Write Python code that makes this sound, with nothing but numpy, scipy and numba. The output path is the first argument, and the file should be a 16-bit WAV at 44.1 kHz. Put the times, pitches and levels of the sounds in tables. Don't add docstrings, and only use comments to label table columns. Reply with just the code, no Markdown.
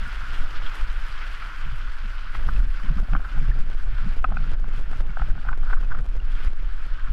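import sys
import numpy as np
from scipy import signal
from scipy.fft import rfft, irfft, next_fast_len
from scipy.io import wavfile
from scipy.ndimage import uniform_filter1d
from numba import njit

SR = 44100
rng = np.random.default_rng(int(sys.argv[2]) if len(sys.argv) > 2 else 0)


def attenuation_scalar(level_db):
    decades = np.asarray(level_db, float) / 20
    return 10 ** decades


def transcribe(signal):
    frames = np.atleast_2d(signal).T
    limited = np.clip(frames, -1, 1)
    pcm = np.round(limited * 32767).astype(np.int16)
    wavfile.write(sys.argv[1], SR, pcm)


N = 313992

# (time [s], buffeting [dB], share of small quick eddies [dB])
WIND_STRENGTH = [(0.0, -6, -16.5), (0.03, -28.5, 14), (0.67, -18.5, 8.5), (0.73, -27, -17),
                 (0.81, -19, 9.5), (1.55, -31.5, 4.5), (1.63, -21, 7), (2.26, -26.5, 4.5), (2.56, -10, 8.5),
                 (2.79, -22.5, 4.5), (3.15, -17, 9), (3.31, -31, 17), (3.35, -17.5, -2), (5.31, -18.5, -13),
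                 (5.35, -29.5, -1.5), (5.47, -13.5, -10), (7.0, -20.5, -11), (7.12, -7.5, -0.5)]
# (time [s], height [of full scale], width [ms], gain ducked after it [dB])
PUSHES = [(0.403, -0.44, 6.8, -2), (0.444, 0.43, 7.4, 3.5), (0.582, 0.39, 11, 2.5), (0.671, 0.37, 16, -2.5),
          (2.467, 0.35, 2.5, 0.5), (2.546, -0.0084, 12, 1), (2.598, 0.72, 3.3, 6), (2.644, -0.29, 5.8, 5.5),
          (2.894, 0.59, 3.5, 4), (2.999, 0.45, 5, 6.5), (3.134, 0.42, 6, 7), (3.169, 0.49, 4.6, 0.5),
          (3.394, -0.54, 4.4, 2.5), (3.5, 0.77, 3.3, 5), (3.611, -0.47, 12, 6.5), (3.836, -0.43, 9, 5.5),
          (4.187, 0.49, 5.6, 10), (4.54, 0.54, 5, 10), (4.826, 0.44, 9.3, 4.5), (5.003, 0.66, 5.4, 9),
          (5.222, -0.51, 3.6, -1.5), (5.309, -0.68, 4.5, 7.5), (5.49, -0.5, 5.3, 6.5),
          (5.546, 0.18, 14, 7.5), (5.745, -0.54, 10, 9), (5.925, 0.21, 27, 5.5), (5.988, -0.35, 7.5, 9.5),
          (6.175, 0.48, 5, 5.5), (6.476, -0.57, 3.5, 10), (7.116, -0.26, 39, 2)]
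# (pitch [Hz], level [dB per Hz])
BUFFET_TONE = [(5, -1), (16, 2.5), (27, -0.5), (45, -14), (65, -29), (90, -40.5)]
# (pitch [Hz], level [dB per Hz])
FLUTTER_TONE = [(45, 5.5), (70, 3.5), (120, 1), (170, -5.5), (230, -14), (290, -14), (350, -36.5),
                (480, -62.5)]
# (start [s], length [s], flutter level [dB])
GUSTS = [(0.005, 0.085, -41.5), (0.206, 0.25, -42.5), (0.403, 0.035, -33), (0.496, 0.21, -44),
         (1.616, 0.1, -44.5), (1.797, 0.11, -46), (2.037, 0.036, -43), (2.216, 0.17, -44.5),
         (2.331, 0.22, -41), (2.464, 0.21, -36.5), (2.844, 0.09, -37.5), (2.96, 0.08, -34.5),
         (3.115, 0.074, -30), (3.346, 0.19, -34.5), (3.537, 0.21, -40.5), (3.799, 0.25, -44),
         (4.022, 0.085, -35), (4.116, 0.21, -40), (4.284, 0.27, -35), (4.521, 0.29, -40),
         (4.877, 0.26, -38), (5.193, 0.2, -36), (5.451, 0.092, -37), (5.568, 0.27, -42.5),
         (5.768, 0.22, -41.5), (5.958, 0.09, -35), (6.029, 0.36, -43), (6.421, 0.082, -39.5),
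         (6.57, 0.14, -45), (7.078, 0.036, -37.5)]
# (time [s], peak [dB], pitch [Hz])
PUFFS = [(1.66, -34.5, 144.8), (1.72, -29, 124), (2.045, -37.5, 192.6), (2.465, -44.5, 148.5),
         (2.528, -41, 171), (2.59, -42, 194.7), (2.835, -33, 187.3), (2.872, -35.5, 168), (2.9, -21, 144.3),
         (2.905, -32.5, 224.6), (2.963, -24, 192.7), (2.968, -35, 256), (3.015, -37, 194.5),
         (3.075, -42.5, 217.3), (3.13, -29.5, 174.7), (3.15, -28, 262), (3.19, -39, 232), (3.318, -42, 270),
         (3.365, -26.5, 145.8), (3.41, -28, 132.3), (3.44, -39, 208.3), (3.478, -24.5, 130.5),
         (3.545, -33, 126.2), (3.59, -38.5, 178), (3.92, -31.5, 109.6), (4.04, -26, 131.6),
         (4.06, -24, 183.5), (4.075, -36, 242), (4.165, -36.5, 260), (4.243, -37.5, 260),
         (4.29, -33.5, 221), (4.315, -28.5, 193.3), (4.365, -31, 209), (4.4, -29.5, 126.3),
         (4.43, -34, 106.9), (4.74, -43.5, 239), (4.77, -33.5, 137), (5.214, -40, 147.5),
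         (5.978, -38.5, 147.4)]
# (time [s], peak [dB], dull part [dB], rattle length [ms])
KNOCKS = [(1.34, -38.5, -20.5, 1.2), (1.423, -31.5, -28, 2.5), (2.189, -37, -21.5, 1.2),
          (2.4877, -21.5, -26, 1.4), (2.627, -43.5, -5, 1.7), (2.981, -30, 3, 4.5), (3.15, -21, -0.5, 1.7),
          (3.202, -42, -5.5, 1.6), (3.287, -38, -14, 3.1), (4.2495, -40, -8, 1.2), (4.302, -39.5, -6, 2.5),
          (5.473, -36, -11, 2.1), (5.674, -39, -20, 4), (5.707, -29.5, -23.5, 2.9),
          (5.896, -50.5, -15, 1.6), (5.919, -34, -20, 2), (5.97, -40, -10, 2.8), (3.244, -30, -16, 4.6),
          (3.375, -36, 9, 2.1), (3.984, -34.5, -20, 1.2), (4.321, -31.5, 8.5, 1.1), (4.641, -37, 9.5, 1.5),
          (4.929, -41, 12, 1.2), (5.1703, -28.5, 5.5, 1), (5.194, -30, 2, 2.1), (5.217, -28.5, 5.5, 1.4),
          (5.352, -39, 1, 2), (5.377, -38, 9, 1.1), (5.45, -38, 6.5, 1.1), (5.487, -22.5, -6, 2),
          (5.528, -24, -17, 2.2), (5.698, -27, -29, 4.1), (5.628, -34.5, -9, 3.7), (5.728, -18.5, -8.5, 3),
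          (5.767, -38, -18, 2.6), (5.827, -33, -8.5, 4.4), (5.915, -27.5, -11, 6.1),
          (5.946, -26, -14.5, 3.5), (5.985, -30.5, -17, 3.8)]
# (time [s], peak [dB], bright part [dB], dull part [dB])
TAPS = [
    (2.351, -26, -12, -23),
    (3.134, -34, 9, 8.5),
    (3.164, -35, 1, 2),
    (3.517, -53, -7, -16),
    (4.243, -27.5, -7, 6),
    (4.37, -28, -12, 2),
    (5.257, -44, -6, -9),
]
# (pitch [Hz], level [dB], time to fall 60 dB [s])
HOUSING_MODES = [(793, 6.5, 0.0092), (1066, 5.5, 0.0099), (1273, 7, 0.01), (1394, 7.5, 0.016),
                 (1507, 9.5, 0.011), (1750, -11, 0.013), (2430, -4, 0.0094), (2470, 3.5, 0.011),
                 (3150, -10.5, 0.0087)]
# (pitch [Hz], peak [dB])
HARD_KNOCK_PARTIALS = [(770, -23), (1100, -19), (1270, -13), (1480, -17.5), (1900, -36), (2560, -29.5),
                       (3250, -45.5), (4200, -54.5)]
# (centre [s], peak [dB], half length [s])
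CHATTERS = [(2.535, -35, 0.022), (2.78, -36, 0.024), (3.13, -34, 0.06), (3.26, -32.5, 0.029),
            (4.034, -36, 0.066), (4.32, -45, 0.035), (5.097, -34.5, 0.017), (5.223, -43, 0.019),
            (5.493, -26.5, 0.027), (5.693, -33, 0.041), (5.84, -42, 0.036), (5.44, -51, .03),
            (5.638, -45, 0.027), (5.776, -32, 0.016), (5.917, -23, 0.011), (5.673, -36, .01),
            (5.96, -44, .01), (7.056, -36, .01), (7.076, -30, .007), (6.992, -38, .008),
            (5.975, -37, 0.013), (6.37, -41, 0.024), (7.038, -37, 0.21)]
# (start [s], length [s], level [dB])
MOUNT_WORKS = [
    (0.307, 0.53, 0),
    (2.357, 4.4, -1.5),
    (6.701, 0.59, -1.5),
]
# (time [s], peak [dB], pitch [Hz])
DULL_TONES = [(2.419, -41.5, 400), (2.519, -47, 450), (2.574, -35.5, 518), (3.027, -39.5, 650),
              (3.085, -37, 676), (3.196, -37, 720), (3.41, -40.5, 483), (3.486, -39, 435), (3.687, -49, 403),
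              (4.115, -47, 800), (4.166, -37, 483), (4.29, -47, 730), (4.316, -33, 685), (4.463, -40, 445),
              (4.677, -46, 417), (4.777, -41.5, 445), (4.952, -44, 450), (5.002, -35, 510), (5.053, -44, 420),
              (5.093, -47.5, 450), (5.468, -36, 814), (5.509, -58.5, 450), (5.518, -30.5, 916),
              (5.575, -49.5, 425), (5.61, -45.5, 448), (5.638, -41, 870), (5.722, -38.5, 422), (5.809, -45, 450),
              (5.835, -45.5, 522), (5.94, -36.5, 819), (6.0, -41.5, 445), (6.152, -34, 486), (6.4, -42.5, 398),
              (6.531, -46, 420)]
# (time [s], peak [dB], pitch [Hz])
DRIPS = [
    (.661, -34, 3310),
    (5.838, -49, 2560),
    (6.349, -44.5, 3270),
]
# (time [s], peak [dB], pitch [Hz])
PINGS = [(1.5, -34, 1420), (2.348, -31.5, 1980), (5.3, -38, 1500), (2.8, -40.5, 1100), (3.514, -32, 1770),
         (6.2, -40.5, 2800), (4.369, -35.5, 2500), (3.4, -42, 2350), (5.195, -32, 1320), (3.163, -40, 3070),
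         (2.562, -36, 2600), (5.093, -42, 2270), (0.9, -40, 3900), (.66, -49, 1900)]
# (time [s], level near 4.5 kHz [dB])
RAPID_LEVEL = [(0, -54.5), (.8, -55.5), (1.5, -55.5), (1.9, -58.5), (2.8, -58.5), (3.6, -59.5), (4.5, -60),
               (5.7, -60.5), (6.27, -62.5), (6.43, -57.5), (6.7, -61.5), (7.12, -63)]
# (pitch [Hz], level [dB per Hz])
WATER_TONE = [(200, -16), (420, -19.5), (750, -17.5), (1120, -9), (1460, -1.5), (1630, -5.5), (1880, -10.5),
              (3200, -15), (3800, -21.5), (5000, -23.5), (6300, -32), (12500, -39.5), (14000, -46),
              (15300, -94)]
# (time [s], lift [dB], extra brightness [dB])
SPRAYS = [(.07, 0, 1), (.35, 2.5, 3), (.39, 1, 2), (.51, 0.5, 2), (.565, 2.5, -1), (.63, 1.5, -1),
          (.665, 3, 0), (3.76, -6, 5), (1.89, 2, -3), (.76, 2.5, 4), (.8, 2, 3), (1.219, 3.5, -3),
          (2.356, 6, 2), (2.599, -1, 2.5), (2.77, 3, -3), (3.0, -2.5, 9), (3.83, -3.5, 5), (4.17, -2.5, 3),
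          (4.76, 1, 6), (4.81, -5, 4), (5.002, 1.5, 0), (5.3, -3.5, 6), (5.71, 2, 1), (5.811, 4.5, 4),
          (5.912, 0, 3), (6.06, 1, 5), (6.17, 0, 0), (6.44, -1, 1)]
# (time [s], lift [dB], extra brightness [dB])
SPLATS = [(5.005, 6, -3), (5.3, 5, 3), (5.362, 3, 4), (5.737, 0, 5), (5.75, 0.5, 4), (5.838, 3.5, 4),
          (5.055, 4.5, 4), (5.2, 2.5, 6), (3.37, 3, 6), (3.589, 5, 2), (3.715, 0.5, 9), (3.835, 3, 3),
          (5.928, 2.5, 6), (5.988, 11, 8), (6.088, 10, 7), (6.155, 4, 8), (6.319, 7, 5), (6.449, 9, 6),
          (6.482, 1, 11), (2.469, 4.5, 0), (2.603, 5, 9), (4.535, 4, -3), (4.165, 4.5, 10)]
# (time [s], peak [dB])
TICKS = [(2.469, -55.5), (2.485, -52.5), (2.577, -52.5), (2.6056, -56), (2.647, -53.5), (2.7831, -66),
         (2.8966, -61.5), (3.001, -44), (3.1681, -47.5), (3.5075, -55), (3.5902, -48), (3.701, -47),
         (3.7487, -50), (4.1703, -52), (4.1753, -51), (4.228, -51), (4.346, -52), (4.518, -45),
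         (4.5348, -48.5), (4.5993, -50.5), (4.682, -49), (4.69, -51.5), (4.7363, -49), (4.7946, -47.5),
         (4.801, -49.5), (4.812, -47.5), (4.9145, -46), (5.0022, -53), (5.0075, -43.5), (5.0161, -51),
         (5.0687, -56), (5.073, -52), (5.107, -59), (5.2874, -50), (5.5122, -53), (5.5763, -47.5),
         (5.5829, -54), (5.6123, -57), (5.628, -57), (5.6662, -53), (5.7243, -52.5), (5.8098, -49),
         (5.8152, -51.5), (5.8476, -53), (5.9127, -49.5), (5.95, -52), (5.9902, -51), (5.836, -52),
         (6.001, -52.5), (6.0084, -51.5), (6.045, -53.5), (6.0566, -52), (6.0635, -49.5), (6.1542, -54.5),
         (6.1662, -49), (6.448, -47), (6.458, -53.5), (6.5053, -52), (6.533, -48.5), (6.6303, -50.5)]


def gusts_db():
    start_s, length_s, db = np.transpose(GUSTS)
    lull_db = -51
    hold_s = np.clip(length_s - .03, 0, None)
    gust = ramps(start_s + 0.01, hold_s, db, rise=410, fall=311)
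    return np.maximum(gust, lull_db)


def wind(buffet_db, quick_db, flutter_db):
    eddy_split_hz, edge_split_hz = 43, 290
    lumps_db, brightens = 2.5, 0.097
    t = np.arange(N) / SR
    pushes, calm = np.zeros(N), np.ones(N)
    for s, height, width_ms, _ in PUSHES:
        near = slice(max(int((s - .25) * SR), 0), int((s + .25) * SR))
        u = (t[near] - s) / (width_ms / 1000)
        pushes[near] += height * (1 - 0.12 * u ** 2) * np.exp(-.45 * u ** 2 / (1 + 0.62 * np.abs(u)))
        calm[near] *= 1 - 0.46 * np.exp(-(u / 3) ** 2)

    buffet = tilted(coloured(rng.standard_normal(N), BUFFET_TONE), eddy_split_hz, quick_db)
    buffet = attenuation_scalar(uniform_filter1d(buffet_db, size=1800) + 3) * buffet
    buffet = buffet / uniform_filter1d((buffet / attenuation_scalar(buffet_db)) ** 2, size=5000) ** 0.5

    flutter = coloured(rng.standard_normal(N), FLUTTER_TONE)
    flutter = flutter / uniform_filter1d(flutter ** 2, size=1800) ** 0.5
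    flutter = rms_one(flutter * attenuation_scalar(lumps_db * drift(31)))
    flutter = tilted(flutter, edge_split_hz, brightens * (flutter_db + 25.5))
    soft_buffet = 0.69 * np.tanh(buffet / 0.48)
    return pushes + calm * soft_buffet + attenuation_scalar(flutter_db + 1.5) * flutter


def puffs():
    return bursts(PUFFS, cycles=8.6)


def knocks():
    size = 1500
    knock_bright_db, tap_ms, rattle_share = -28, 0.8, .45
    hits = [(s, db, dull, knock_bright_db, ms) for s, db, dull, ms in KNOCKS]
    hits += [(s, db, dull, bright, tap_ms) for s, db, bright, dull in TAPS]
    lengths_ms = np.clip(np.array(hits)[:, 4:], .5, 8)
    age = np.arange(size) / (lengths_ms * SR / 1000)
    fade = age * np.exp(-age)
    fade = fade / np.sqrt(np.sum(fade ** 2, axis=1, keepdims=True) * .15)
    rattle = rng.standard_normal(age.shape) * (rng.random(age.shape) < .15)
    strengths_db = rng.normal(0, 0.43, (len(hits), len(HOUSING_MODES)))
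    phases = rng.random(strengths_db.shape)
    out = np.zeros(N)
    for m, (hz, level_db, t60) in enumerate(HOUSING_MODES):
        clicks = np.zeros(N + size)
        for k, (s, peak_db, dull_db, bright_db, _) in enumerate(hits):
            colour_db = dull_db if m < 1 else bright_db if m > 5 else 0
            start = int((s - .001) * SR)
            turns = hz * np.arange(size) / SR + phases[k, m]
            in_step = np.cos(2 * np.pi * turns) * 2 / fade[k].sum()
            contact = fade[k] * (in_step + rattle_share * rattle[(k + m) % len(hits)])
            hit_db = peak_db + colour_db + level_db + strengths_db[k, m] - 2.5
            clicks[start:start + size] += contact * attenuation_scalar(hit_db)
        out += ring(clicks[:N], hz, t60)
    return filtered(out, 4, [560, 3500], "band")


def hard_knock():
    when_s, length_s, shortens = 4.243, 0.015, 0.27
    out = np.zeros(N)
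    for hz, db in HARD_KNOCK_PARTIALS:
        cycles = hz * length_s * (1200 / hz) ** shortens
        out += bursts([(when_s, db, hz)], cycles)
    return out


def creak(flutter_db):
    per_s, spread_db = 400, 3.0
    working = attenuation_scalar(ramps(*np.transpose(MOUNT_WORKS), rise=300, fall=300))
    creak_db = -58 + 0.3 * (flutter_db + 35.0) + 2 * drift(27)
    centre_s, chatter_db, half_s = np.transpose(CHATTERS)

    sizes = attenuation_scalar(spread_db * np.minimum(rng.exponential(1, (2, N)), 3)) * rng.choice([-1, 1], (2, N))
    happens = rng.random((2, N)) < np.array([[per_s], [4 * per_s]]) / SR
    dull_slips, quick_slips = sizes * happens
    dull = ring(dull_slips, 249, 0.017)
    dull = dull - ring(dull_slips, 628, 0.0075) + ring(dull_slips, 955, 0.0039)
    quick = ring(quick_slips, 1510, 0.012) - ring(quick_slips, 1330, 0.012)
    quick = quick + .5 * ring(quick_slips, 1050, 0.008) - .4 * ring(quick_slips, 1800, 0.007)
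    dull = rms_one(filtered(dull, 2, [300, 2200], "band"))
    quick = rms_one(filtered(quick, 2, [800, 2100], "band"))
    return working * attenuation_scalar(creak_db + 7) * dull + bumps(centre_s, attenuation_scalar(chatter_db - 12.5), half_s) * quick


def dull_tones():
    return bursts(DULL_TONES, cycles=5.9)


def drips():
    return bursts(DRIPS, cycles=70.0)


def rim_pings():
    return bursts(PINGS, cycles=28.0)


def water(bright_db):
    per_s, spread_db, cycles = 4000, 4.0, 2.9
    fizz_db, patchy_db = -5, 1.6
    sizes = attenuation_scalar(spread_db * np.minimum(rng.exponential(1, N), 5)) * rng.choice([-1, 1], N)
    born = rng.random(N) < per_s / SR
    pitches = np.geomspace(500, 12000, 14)
    dealt = rng.integers(0, 14, N)
    foam = np.zeros(N)
    for k, hz in enumerate(pitches):
        foam += ring(sizes * born * (dealt == k), hz, cycles / hz) * hz
    rush = rng.standard_normal(N)
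    size = next_fast_len(N)
    whole = rfft(coloured(rush + attenuation_scalar(fizz_db) * rms_one(foam), WATER_TONE), size)

    place = 2 * np.log2(np.linspace(1, SR / 2, len(whole)) / 200)
    together = drift(19)
    out = np.zeros(N)
    for k in range(14):
        patch = irfft(whole * np.clip(1 - np.abs(place - k), 0, 1), size)[:N]
        tilt_db = np.clip((k - 9) / 2, 0, 1) * (bright_db + 10)
        swell_db = patchy_db * (0.15 * together + drift(29))
        out += patch * attenuation_scalar(tilt_db + swell_db)
    return out


def rapid():
    s, lift_db, extra_db = np.transpose(SPRAYS + SPLATS)
    half_s = np.repeat([0.019, 0.0013], [len(SPRAYS), len(SPLATS)])
    nearness_db = in_time(RAPID_LEVEL)[0] + 60
    bright_db = -13 + 0.06 * nearness_db - drift(4) + bumps(s, extra_db, half_s)
    return attenuation_scalar(-44.0 + bumps(s, lift_db, half_s)) * water(bright_db)


def rms_one(x):
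    return x / np.sqrt(np.mean(x ** 2) + 1e-20)


def filtered(x, order, hz, kind="low"):
    return signal.sosfilt(signal.butter(order, hz, kind, fs=SR, output="sos"), x)


def in_time(rows):
    s, *columns = np.transpose(rows)
    return [np.interp(np.arange(N) / SR, s, c) for c in columns]


def drift(rate):
    r = np.exp(-80 * np.pi * rate / SR)
    noise = rng.standard_normal(N // 40 + 2002)
    slow = signal.lfilter([1], [1, -2 * r, r * r], noise)[2000:]
    return np.interp(np.arange(N) / 40, np.arange(len(slow)), rms_one(slow))


def coloured(x, tone):
    size = next_fast_len(N)
    hz, db = np.transpose(tone)
    bins_hz = np.arange(size // 2 + 1) * SR / size
    gain = attenuation_scalar(np.interp(np.log(bins_hz + 1), np.log(hz), db, left=-90, right=-90))
    return rms_one(irfft(rfft(x, size) * gain, size)[:N])


def tilted(x, hz, db):
    low = signal.sosfiltfilt(signal.butter(2, hz, fs=SR, output="sos"), x)
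    return low + attenuation_scalar(db) * (x - low)


def ring(clicks, hz, t60):
    r, w = attenuation_scalar(-60 / (t60 * SR)), 2 * np.pi * hz / SR
    return signal.lfilter([0, np.sin(w)], [1, -2 * r * np.cos(w), r * r], clicks + 1e-18)


def bursts(rows, cycles):
    out, t = np.zeros(N + 4096), np.arange(4096) / SR
    for s, db, hz in rows:
        age = t * hz / cycles * np.log(1000)
        swell = np.e * age * np.exp(-age)
        out[int(s * SR):][:4096] += attenuation_scalar(db) * swell * np.sin(2 * np.pi * hz * t)
    return out[:N]


def ramps(s, length, db, rise, fall):
    t = np.arange(0, N + 32, 32) / SR
    s, length, db = np.array([s, length, db])[:, :, None]
    before, after = np.clip(s - t, 0, None), np.clip(t - s - length, 0, None)
    top = np.max(db - rise * before - fall * after, axis=0)
    return np.interp(np.arange(N) / SR, t, top)


def bumps(s, height, half_s):
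    t = np.arange(0, N + 32, 32) / SR
    s, height, half_s = np.array([s, height, half_s])[:, :, None]
    swells = np.sum(height * np.exp(-((t - s) / half_s) ** 2), axis=0)
    return np.interp(np.arange(N) / SR, t, swells)


def scene():
    flutter_db = gusts_db()
    near = wind(*in_time(WIND_STRENGTH), flutter_db) + puffs()
    near = near + knocks() + hard_knock()
    near = near + creak(flutter_db) + dull_tones()
    near = near + drips() + rim_pings()
    return (near / attenuation_scalar(wanted_gain_db()) + rapid())[None]


def wanted_gain_db():
    s, ducks_db = np.transpose(PUSHES)[[0, 3]]
    lag_s, fall_db_per_s, recover_db_per_s = 0.0042, 850, 44
    lowest_s = s + lag_s + ducks_db / fall_db_per_s
    duck_db = ramps(lowest_s, 0 * s, ducks_db, fall_db_per_s, recover_db_per_s)
    return in_time(RAPID_LEVEL)[0] + 60 - np.clip(duck_db, 0, None)


@njit
def stepped(x, want_db, step_db, timeout):
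    held, last, now = np.empty(len(x)), 0, want_db[0]
    for i in range(len(x)):
        behind = want_db[i] - now
        crossing = x[i] * x[i - 1] < 0
        overdue = behind < -3 * step_db and i - last > timeout
        if abs(behind) > step_db / 2 and (crossing or overdue):
            if crossing:
                now += step_db * min(max(np.round(behind / step_db), -2), 2)
            else:
                now -= step_db
            last = i
        held[i] = now
    return held


def ticks():
    s, db = np.transpose(TICKS)
    jumps = np.zeros(N)
    jumps[(s * SR).astype(int)] = attenuation_scalar(db + 19.5) * (-1.) ** np.arange(len(s))
    steps = filtered(np.cumsum(jumps) + 1e-18, 2, 265, "high")
    return filtered(steps, 1, 4500)


def top_cut(x):
    return signal.sosfilt(signal.butter(12, 15700, fs=SR, output="sos"), x)


def record(dry):
    want_db = wanted_gain_db()
    late = filtered(dry[0], 1, 70)
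    held_db = stepped(late, want_db + 1.5 * drift(40), 1.5, 500)
    busy = uniform_filter1d(np.clip((3.5 - want_db) / 3, .25, 1), size=4000)
    gain_db = want_db + .08 * busy * (held_db - want_db)
    level = dry * attenuation_scalar(gain_db)
    slow = signal.sosfiltfilt(signal.butter(2, 300, fs=SR, output="sos"), level)
    level = 0.58 * np.tanh(slow / 0.76) + 0.85 * (level - slow) + ticks()
    mix = filtered(level - level.mean(), 4, 13800)
    return top_cut(mix)


dry = scene()
out = record(dry)
transcribe(out)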